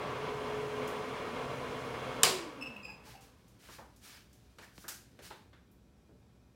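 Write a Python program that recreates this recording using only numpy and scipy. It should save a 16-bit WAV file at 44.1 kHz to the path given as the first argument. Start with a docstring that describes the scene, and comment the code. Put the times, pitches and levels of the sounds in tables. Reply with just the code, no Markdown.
"""A small, hard-walled bathroom, on one microphone a few steps from everything, over a low house rumble.
An extractor fan rushes through its duct, the blade tone swelling and fading with a walk through the
room's standing waves, until a wall switch snaps it off and it coasts down. A door hinge sticks and slips
in short squeaks. Someone shuffles to the next washbasin, soles and clothes rubbing, with soft steps,
light knocks and one bright clack."""
import sys
import numpy as np
from scipy import signal
from scipy.fft import rfft, irfft, next_fast_len
from scipy.io import wavfile

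SR = 44100
rng = np.random.default_rng(int(sys.argv[2]) if len(sys.argv) > 2 else 0)


def generate_wav(sig):
    """Save sig (samples, or channels by samples) to the path in sys.argv[1] as 16-bit PCM at SR."""
    pcm = np.round(np.clip(np.atleast_2d(sig).T, -1, 1) * 32767).astype(np.int16)
    wavfile.write(sys.argv[1], SR, pcm)


N = 289138
TIME = np.arange(N) / SR
SWITCH_S = 2.233


def from_db(db):
    """Decibels to gain."""
    return 10 ** (np.asarray(db) / 20)


def rms_one(x):
    """Scale to unit power."""
    return x / np.sqrt(np.mean(x ** 2) + 1e-20)


def in_time(rows):
    """Each column of a curve, sample by sample."""
    times, *columns = np.transpose(rows)
    return [np.interp(TIME, times, column) for column in columns]


def at_hz(points, hz):
    """Read a table on a log-frequency axis."""
    frequencies, values = np.transpose(points)
    return np.interp(np.log(hz + 1e-9), np.log(frequencies), values)


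def noise(spectrum, size=N, ripple_db=2.0, ripple_hz=24):
    """Noise of the given colour, rippled by the standing waves of a hard room; rms 1."""
    padded = next_fast_len(size)
    hz = np.fft.rfftfreq(padded, 1 / SR)
    ripple = ripple_db * np.interp(hz / ripple_hz, np.arange(SR), rng.standard_normal(SR))
    ripple *= np.minimum(hz / 900, 1)
    low_cut = np.minimum(hz / spectrum[0][0], 1) ** 4
    gain = from_db(at_hz(spectrum, hz) + ripple) * low_cut
    return rms_one(irfft(rfft(rng.standard_normal(padded)) * gain, padded)[:size])


def drift(rate_hz, size=N):
    """A random wander with a spread of about 1."""
    knots = rng.standard_normal(size // 16)
    return np.interp(np.arange(size) * rate_hz / SR, np.arange(len(knots)), knots)


def arch(start, length):
    """Half a sine: rises from 0 to 1 and falls back over the given span."""
    return np.abs(np.sin(np.pi * np.clip((TIME - start) / length, 0, 1)))


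def cut(x, hz, kind):
    """Second-order low- or high-pass."""
    return signal.sosfilt(signal.butter(2, min(hz, SR / 2 - 1000), kind, fs=SR, output="sos"), x)


def resonance(x, hz, width):
    """One resonance with gain 1 at its peak."""
    radius = np.exp(-np.pi * width / SR)
    poles = [1, -2 * radius * np.cos(2 * np.pi * hz / SR), radius ** 2]
    return signal.lfilter(np.array([1, 0, -1]) * (1 - radius ** 2) / 2, poles, x)


def add(track, start, sound):
    """Mix a sound in at a time in seconds."""
    at = round(start * SR)
    track[at:at + len(sound)] += sound[:N - at]


def wall_echoes(spectrum):
    """Dense echoes of one impulse: a second of noise that dies away octave by octave."""
    # the bathroom's reverberation: (frequency [Hz], t60 [s])
    decay_times = [(150, .5), (500, 0.41), (1500, 0.39), (3000, 0.5), (5000, 0.39), (8000, 0.37),
                   (15000, 0.32)]
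    whole, hz = rfft(noise(spectrum, size=SR)), np.arange(SR // 2 + 1)
    centres = 125 * 2. ** np.arange(8)
    out = 0
    for centre, share in zip(centres, np.eye(len(centres))):
        band = irfft(whole * at_hz(np.c_[centres, share], hz))
        out += band * from_db(-60 * TIME[:SR] / at_hz(decay_times, centre))
    return out


def room(x):
    """The echoes of a sound, about as strong as the sound itself."""
    echoes = wall_echoes([(100, 0), (16000, -1)])
    return signal.fftconvolve(x, echoes / np.linalg.norm(echoes))[:N]


def impact(blow, crack_db=-4, crack_s=0.0071):
    """Give a blow a brief opening crack; its first 20 ms have rms 1."""
    cracked = blow * (1 + from_db(crack_db) * np.exp(-TIME[:SR] / crack_s))
    return cracked / np.std(cracked[:SR // 50])


def fan_air(speed, eddy_db=3, flutter_db=0.9):
    """Turbulence rushes and hisses in the duct; eddies excite each resonance unevenly."""
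    # airflow at full speed: (time [s], rush level [dB], hiss level [dB])
    airflow = [(0, -39, -63.5), (.5, -40, -62), (.9, -39, -61.5), (1.2, -40, -62.5), (1.7, -40, -61.5),
               (2.2, -40, -62)]
    # colours of the rush and the hiss: (frequency [Hz], relative level [dB])
    rush_spectrum = [(45, -17), (70, -14), (100, -13.5), (130, -3.5), (170, -9), (250, -4.5), (335, -5.5),
                     (480, -3), (800, -8.5), (1250, -10), (1900, -16), (2500, -15.5), (4200, -24.5),
                     (7000, -40.5), (12000, -80)]
    hiss_spectrum = [(3500, -17.5), (5000, 0), (7000, -2), (8500, -5.5), (10000, -5), (11500, -11),
                     (16000, -13)]
    # resonances of housing and duct: (frequency [Hz], width [Hz], level over the rush [dB])
    duct_modes = [(135.5, 9.8, 2), (252, 20, -3.5), (460, 24, -4), (510, 28, -4.5), (600, 9.8, -1.5),
                  (655, 14, -5), (718.5, 16, -4), (920, 20, -6), (1032, 71.7, -2.5), (1253, 37, -5),
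                  (1390, 78, -7.5), (1710, 14, -9), (2208, 92, -2.5), (2450, 50, -10), (3100, 91, -5),
                  (3420, 49, -3)]
    rush_db, hiss_db = in_time(airflow)
    turbulence = noise(rush_spectrum, ripple_db=3.0)
    duct = sum(from_db(db + eddy_db * drift(18)) * resonance(turbulence, hz, width)
               for hz, width, db in duct_modes)
    rush = rms_one(turbulence + duct) * from_db(rush_db + flutter_db * drift(25))
    hiss = noise(hiss_spectrum) * from_db(hiss_db)
    return rush * speed ** 2.15 + hiss * speed ** 2.1


def fan_blades(speed, angle, blades=10, flutter_db=1.5, duct_cutoff_hz=225):
    """The blade tone stands in the room; as it falls it beats against its own, higher echoes."""
    # full-speed tone along the walk through the standing waves: (time [s], level [dB])
    walk_levels = [(.2, -46), (.5, -41.5), (.75, -41), (1.05, -46.5), (1.3, -51), (1.6, -54.5)]
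    tone = from_db(flutter_db * drift(22)) * np.sin(blades * angle) * speed ** 1.3
    standing_share = speed ** 14
    standing = from_db(in_time(walk_levels)[0]) * standing_share * tone
    # the duct no longer carries the tone below its cutoff
    carried = cut(cut(tone, duct_cutoff_hz, "high"), duct_cutoff_hz, "high")
    coasting = from_db(-43) * (1 - standing_share) * carried
    return standing + coasting / 2 + room(coasting)


def fan(shaft_hz=42.43, coast_s=0.73, wobble=0.0023, coast_wobble=0.033, hum_hz=118.3):
    """An impeller drives air and tones on its shaft rate; all sink with the speed once the power is off."""
    # impeller tones at full speed: (multiple of the shaft rate, level [dB])
    shaft_tones = [(1, -69), (2, -62), (6, -59), (17, -60)]
    since_off = np.maximum(TIME - SWITCH_S, 0)
    speed = np.exp(-since_off / coast_s)
    air = fan_air(speed)
    unsteady = wobble * drift(12) + coast_wobble * (1 - speed) * drift(90)
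    angle = 2 * np.pi * np.cumsum(shaft_hz * speed * (1 + unsteady)) / SR
    shaft = sum(from_db(db + 2 * drift(8.3)) * np.sin(k * angle) for k, db in shaft_tones) * speed ** 4
    # the magnetic hum stops with the current and only the room holds it a moment
    hum = from_db(-60) * np.sin(2 * np.pi * hum_hz * TIME) * np.exp(-since_off / .07)
    return air + np.sqrt(2) * (shaft + fan_blades(speed, angle) + hum)


def house(level_db=-62, whistle_hz=835):
    """Room tone: a low, steady rumble with a faint whistle."""
    # house rumble: (frequency [Hz], relative level [dB])
    rumble_spectrum = [(36, -19.5), (55, 0.5), (70, 1), (90, -9), (115, 0), (145, -10.5), (180, -5),
                       (340, -12), (560, -20), (800, -24), (1300, -27.5), (2800, -34), (5000, -36),
                       (16000, -48)]
    rumble = noise(rumble_spectrum, ripple_db=3.5)
    whistle = from_db(2) * resonance(rumble, whistle_hz, width=25)
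    return from_db(level_db) * (rumble + whistle)


def ticks():
    """Thin, hard ticks and a bright clack: a brief crack, then the room."""
    # small hard contacts: (time [s], level [dB], thin below [Hz])
    contacts = [(.876, -54, 5000), (3.053, -69, 2500), (3.208, -67.5, 3500), (3.48, -70, 2000),
                (3.962, -67, 3010), (4.329, -67, 2500), (4.881, -43.5, 600), (4.888, -45.5, 2500),
                (5.714, -74, 12000)]
    # their colour: (frequency [Hz], relative level [dB])
    tick_spectrum = [(290, -43), (500, -21), (678, -22), (761, 2), (988, -11), (1250, -6), (4030, -6.5),
                     (6700, -2), (8090, -4.5), (15100, -7.5), (16000, -15)]
    out = np.zeros(N)
    for start, db, thin_hz in contacts:
        blow = cut(wall_echoes(tick_spectrum), thin_hz, "high")
        add(out, start, from_db(db) * impact(blow))
    return out


def switch(scatter_db=1.5, echo_db=-21.5, build_s=0.0012):
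    """The rocker snaps over in a few contacts that ring its plate; the near walls answer at once."""
    # contacts inside the switch: (time [s], level [dB], thin below [Hz])
    contacts = [(2.2332, -19.5, 7100), (2.2328, -10.5, 6020), (2.2329, -9, 6800), (2.2339, -9.5, 1800),
                (2.2355, -12.5, 1300), (2.2344, -25.5, 498.4)]
    # modes of rocker and cover plate: (frequency [Hz], relative level [dB], t60 [s])
    plate_modes = [(1060, -12, 0.017), (1640, -12.5, 0.03), (2862, -2.5, .007), (3820, -3, .006),
                   (5372, -0.5, 0.0047), (7240, 1, 0.0051), (8850, 0, 0.0036), (10500, -3.5, 0.0021),
                   (13400, -3.5, 0.0033)]
    # the snap as the walls return it: (frequency [Hz], relative level [dB])
    echo_spectrum = [(59, -34), (100, -13.5), (350, -10), (442, 0.5), (634, -10), (721, -2), (818, -12),
                     (1060, -5.5), (1390, -10.5), (2800, -7.5), (4470, -9.5), (4870, -5.5), (5530, -13.5),
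                     (7450, -11), (16000, -24.5)]
    out, t = np.zeros(N), TIME[:SR // 10]
    for start, db, thin_hz in contacts:
        ring = 0
        for k, (hz, mode_db, t60) in enumerate(plate_modes):
            envelope = from_db(db + mode_db + rng.normal(0, scatter_db) - 60 * t / t60)
            ring += (-1) ** k * envelope * np.sin(2 * np.pi * hz * t)
        add(out, start, cut(ring, thin_hz, "high"))
    build_up = 1 - np.exp(-TIME[:SR] / build_s)
    add(out, SWITCH_S, from_db(echo_db) * wall_echoes(echo_spectrum) * build_up)
    return out


def hinge(sag_per_s=0.46, jitter=0.014, twin_ratio=1.062, chatter_db=3.5, rasp_db=-23, wet_db=-1):
    """Raspy stick-slip squeaks and groans with sagging, unsteady pitch, prolonged by the room."""
    # slips of the hinge: (time [s], length [s], pitch [Hz], level [dB], first overtone, relative [dB])
    slips = [(2.607, 0.034, 2665, -41.5, -10), (2.655, 0.028, 2654, -47.5, -14),
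             (2.761, .013, 2670, -43.5, -30), (2.829, 0.034, 2516, -49, -4),
             (2.848, 0.011, 2585, -41.5, -16), (2.875, 0.043, 842, -55.5, -6),
             (2.892, 0.032, 2515, -47, -10), (3.065, 0.023, 858, -57, -20), (3.135, 0.04, 789, -59.5, -25),
             (3.15, .035, 2680, -62, -27)]
    out, t = np.zeros(N), TIME[:SR // 10]
    for start, length, hz, db, overtone_db in slips:
        pitch = hz * (1 - sag_per_s * t + jitter * drift(490, size=len(t)))
        phase = 2 * np.pi * np.cumsum(pitch) / SR
        twin = from_db(-7) * np.sin(twin_ratio * phase)  # a second mode of the pin, just above
        overtones = sum(from_db(overtone_db - 13 * k) * np.sin((k + 2) * phase) for k in range(4))
        rasp = from_db(rasp_db) * rng.standard_normal(len(t))
        grip = from_db(db + chatter_db * drift(318, size=len(t))) * np.sqrt(arch(0, length)[:len(t)])
        add(out, start, grip * (np.sin(phase) + twin + overtones + rasp))
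    return out + from_db(wet_db) * room(out)


def shuffle(wet_share=0.7, t60_s=0.37, walk_end_s=5.55, fade_s=0.15, grain_db=1.0):
    """Grainy friction of soles and cloth: each stroke swells, eases and dies away in the room."""
    # sliding strokes: (time [s], length [s], level [dB], brightness [dB])
    strokes = [(3.026, 0.13, -55.5, -1.5), (3.2, 0.052, -59, 3), (3.582, 0.13, -57.5, 0),
               (3.676, 0.11, -53.5, 1), (4.005, 0.12, -53.5, 3.5), (4.082, 0.11, -55.5, -3.5),
               (4.6, .06, -57.5, 0), (4.724, 0.16, -60, 8), (5.211, 0.079, -51, 3)]
    # middle and treble of the friction: (frequency [Hz], relative level [dB])
    body_spectrum = [(200, -14), (500, -9), (900, -5.5), (1700, -1), (3000, -3.5), (5000, -5), (9000, -26)]
    top_spectrum = [(1500, -16.5), (3500, -6), (6000, -1), (9000, -3.5), (12000, -6), (16000, -7.5)]
    # clothes rustle faintly for as long as the walk lasts
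    rustle = from_db(-74.5) * np.clip((walk_end_s - TIME) / fade_s, 0, 1)
    retained = from_db(-60 / (t60_s * SR)) ** 2  # power the room keeps from sample to sample
    out = 0
    for spectrum, layer_db, tilt in ((body_spectrum, -2, -.5), (top_spectrum, -4, .5)):
        direct = sum((from_db(db + tilt * bright_db) * arch(start, length)) ** 2
                     for start, length, db, bright_db in strokes)
        lingering = signal.lfilter([1 - retained], [1, -retained], direct)
        power = (1 - wet_share) * direct + wet_share * lingering + rustle ** 2
        out += from_db(layer_db) * noise(spectrum) * np.sqrt(power)
    return out * from_db(grain_db * drift(180))


def knocks(ring_q=4.7):
    """Soft steps and dull knocks, each with one broad resonance, dying away in the room."""
    # steps and knocks: (time [s], level [dB], ring [Hz], ring gain [dB], dull above [Hz])
    blows = [(3.089, -60, 129, 22, 400), (3.687, -54, 980, 4, 2500), (3.785, -49.5, 920, 6, 1220),
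             (4.585, -52.5, 823, -3, 6000), (4.627, -57.5, 1770, 17, 2200), (4.842, -52.5, 1660, 1, 1700),
             (4.881, -51, 1480, 8, 2500), (5.190, -54.5, 365, 12, 6000), (5.304, -53.5, 3940, 5, 5500),
             (5.310, -48.5, 850, 8, 2200), (5.530, -61, 3600, -5, 3570), (6.09, -64, 350, 0, 499)]
    # their colour: (frequency [Hz], relative level [dB])
    knock_spectrum = [(60, 2), (200, 0.5), (400, 4), (900, -1), (1500, 2), (3000, -5), (6000, -10),
                      (16000, -4)]
    out = np.zeros(N)
    for start, db, hz, ring_db, dull_hz in blows:
        blow = wall_echoes(knock_spectrum)
        ring = from_db(ring_db) * resonance(blow, hz, hz / ring_q)
        add(out, start, from_db(db) * impact(cut(blow + ring, dull_hz, "low")))
    return out


def tap(start_s=4.7793, level_db=-47, sweep_hz=6000, end_hz=170, fall_s=0.001154, decay_s=0.012):
    """A light tap whose bending wave arrives treble first: a falling chirp that ends in a small thud."""
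    out, t = np.zeros(N), TIME[:SR // 10]
    pitch = end_hz + sweep_hz * np.exp(-t / fall_s)
    chirp = np.sin(2 * np.pi * np.cumsum(pitch) / SR)
    add(out, start_s, from_db(level_db) * chirp * np.exp(-(t / decay_s) ** 2))
    return out + from_db(-13) * room(out)


def scene():
    """All sources at one microphone."""
    return (fan() + house() + ticks() + switch() + hinge() + shuffle() + knocks() + tap())[None]


def record(dry):
    """The loudest peak is rounded off and the top is cut steeply."""
    ceiling, cutoff_hz = .65, 15900
    rounded = ceiling * np.tanh(dry / ceiling)
    return signal.sosfilt(signal.ellip(10, .2, 70, cutoff_hz, fs=SR, output="sos"), rounded)


dry = scene()
out = record(dry)
generate_wav(out)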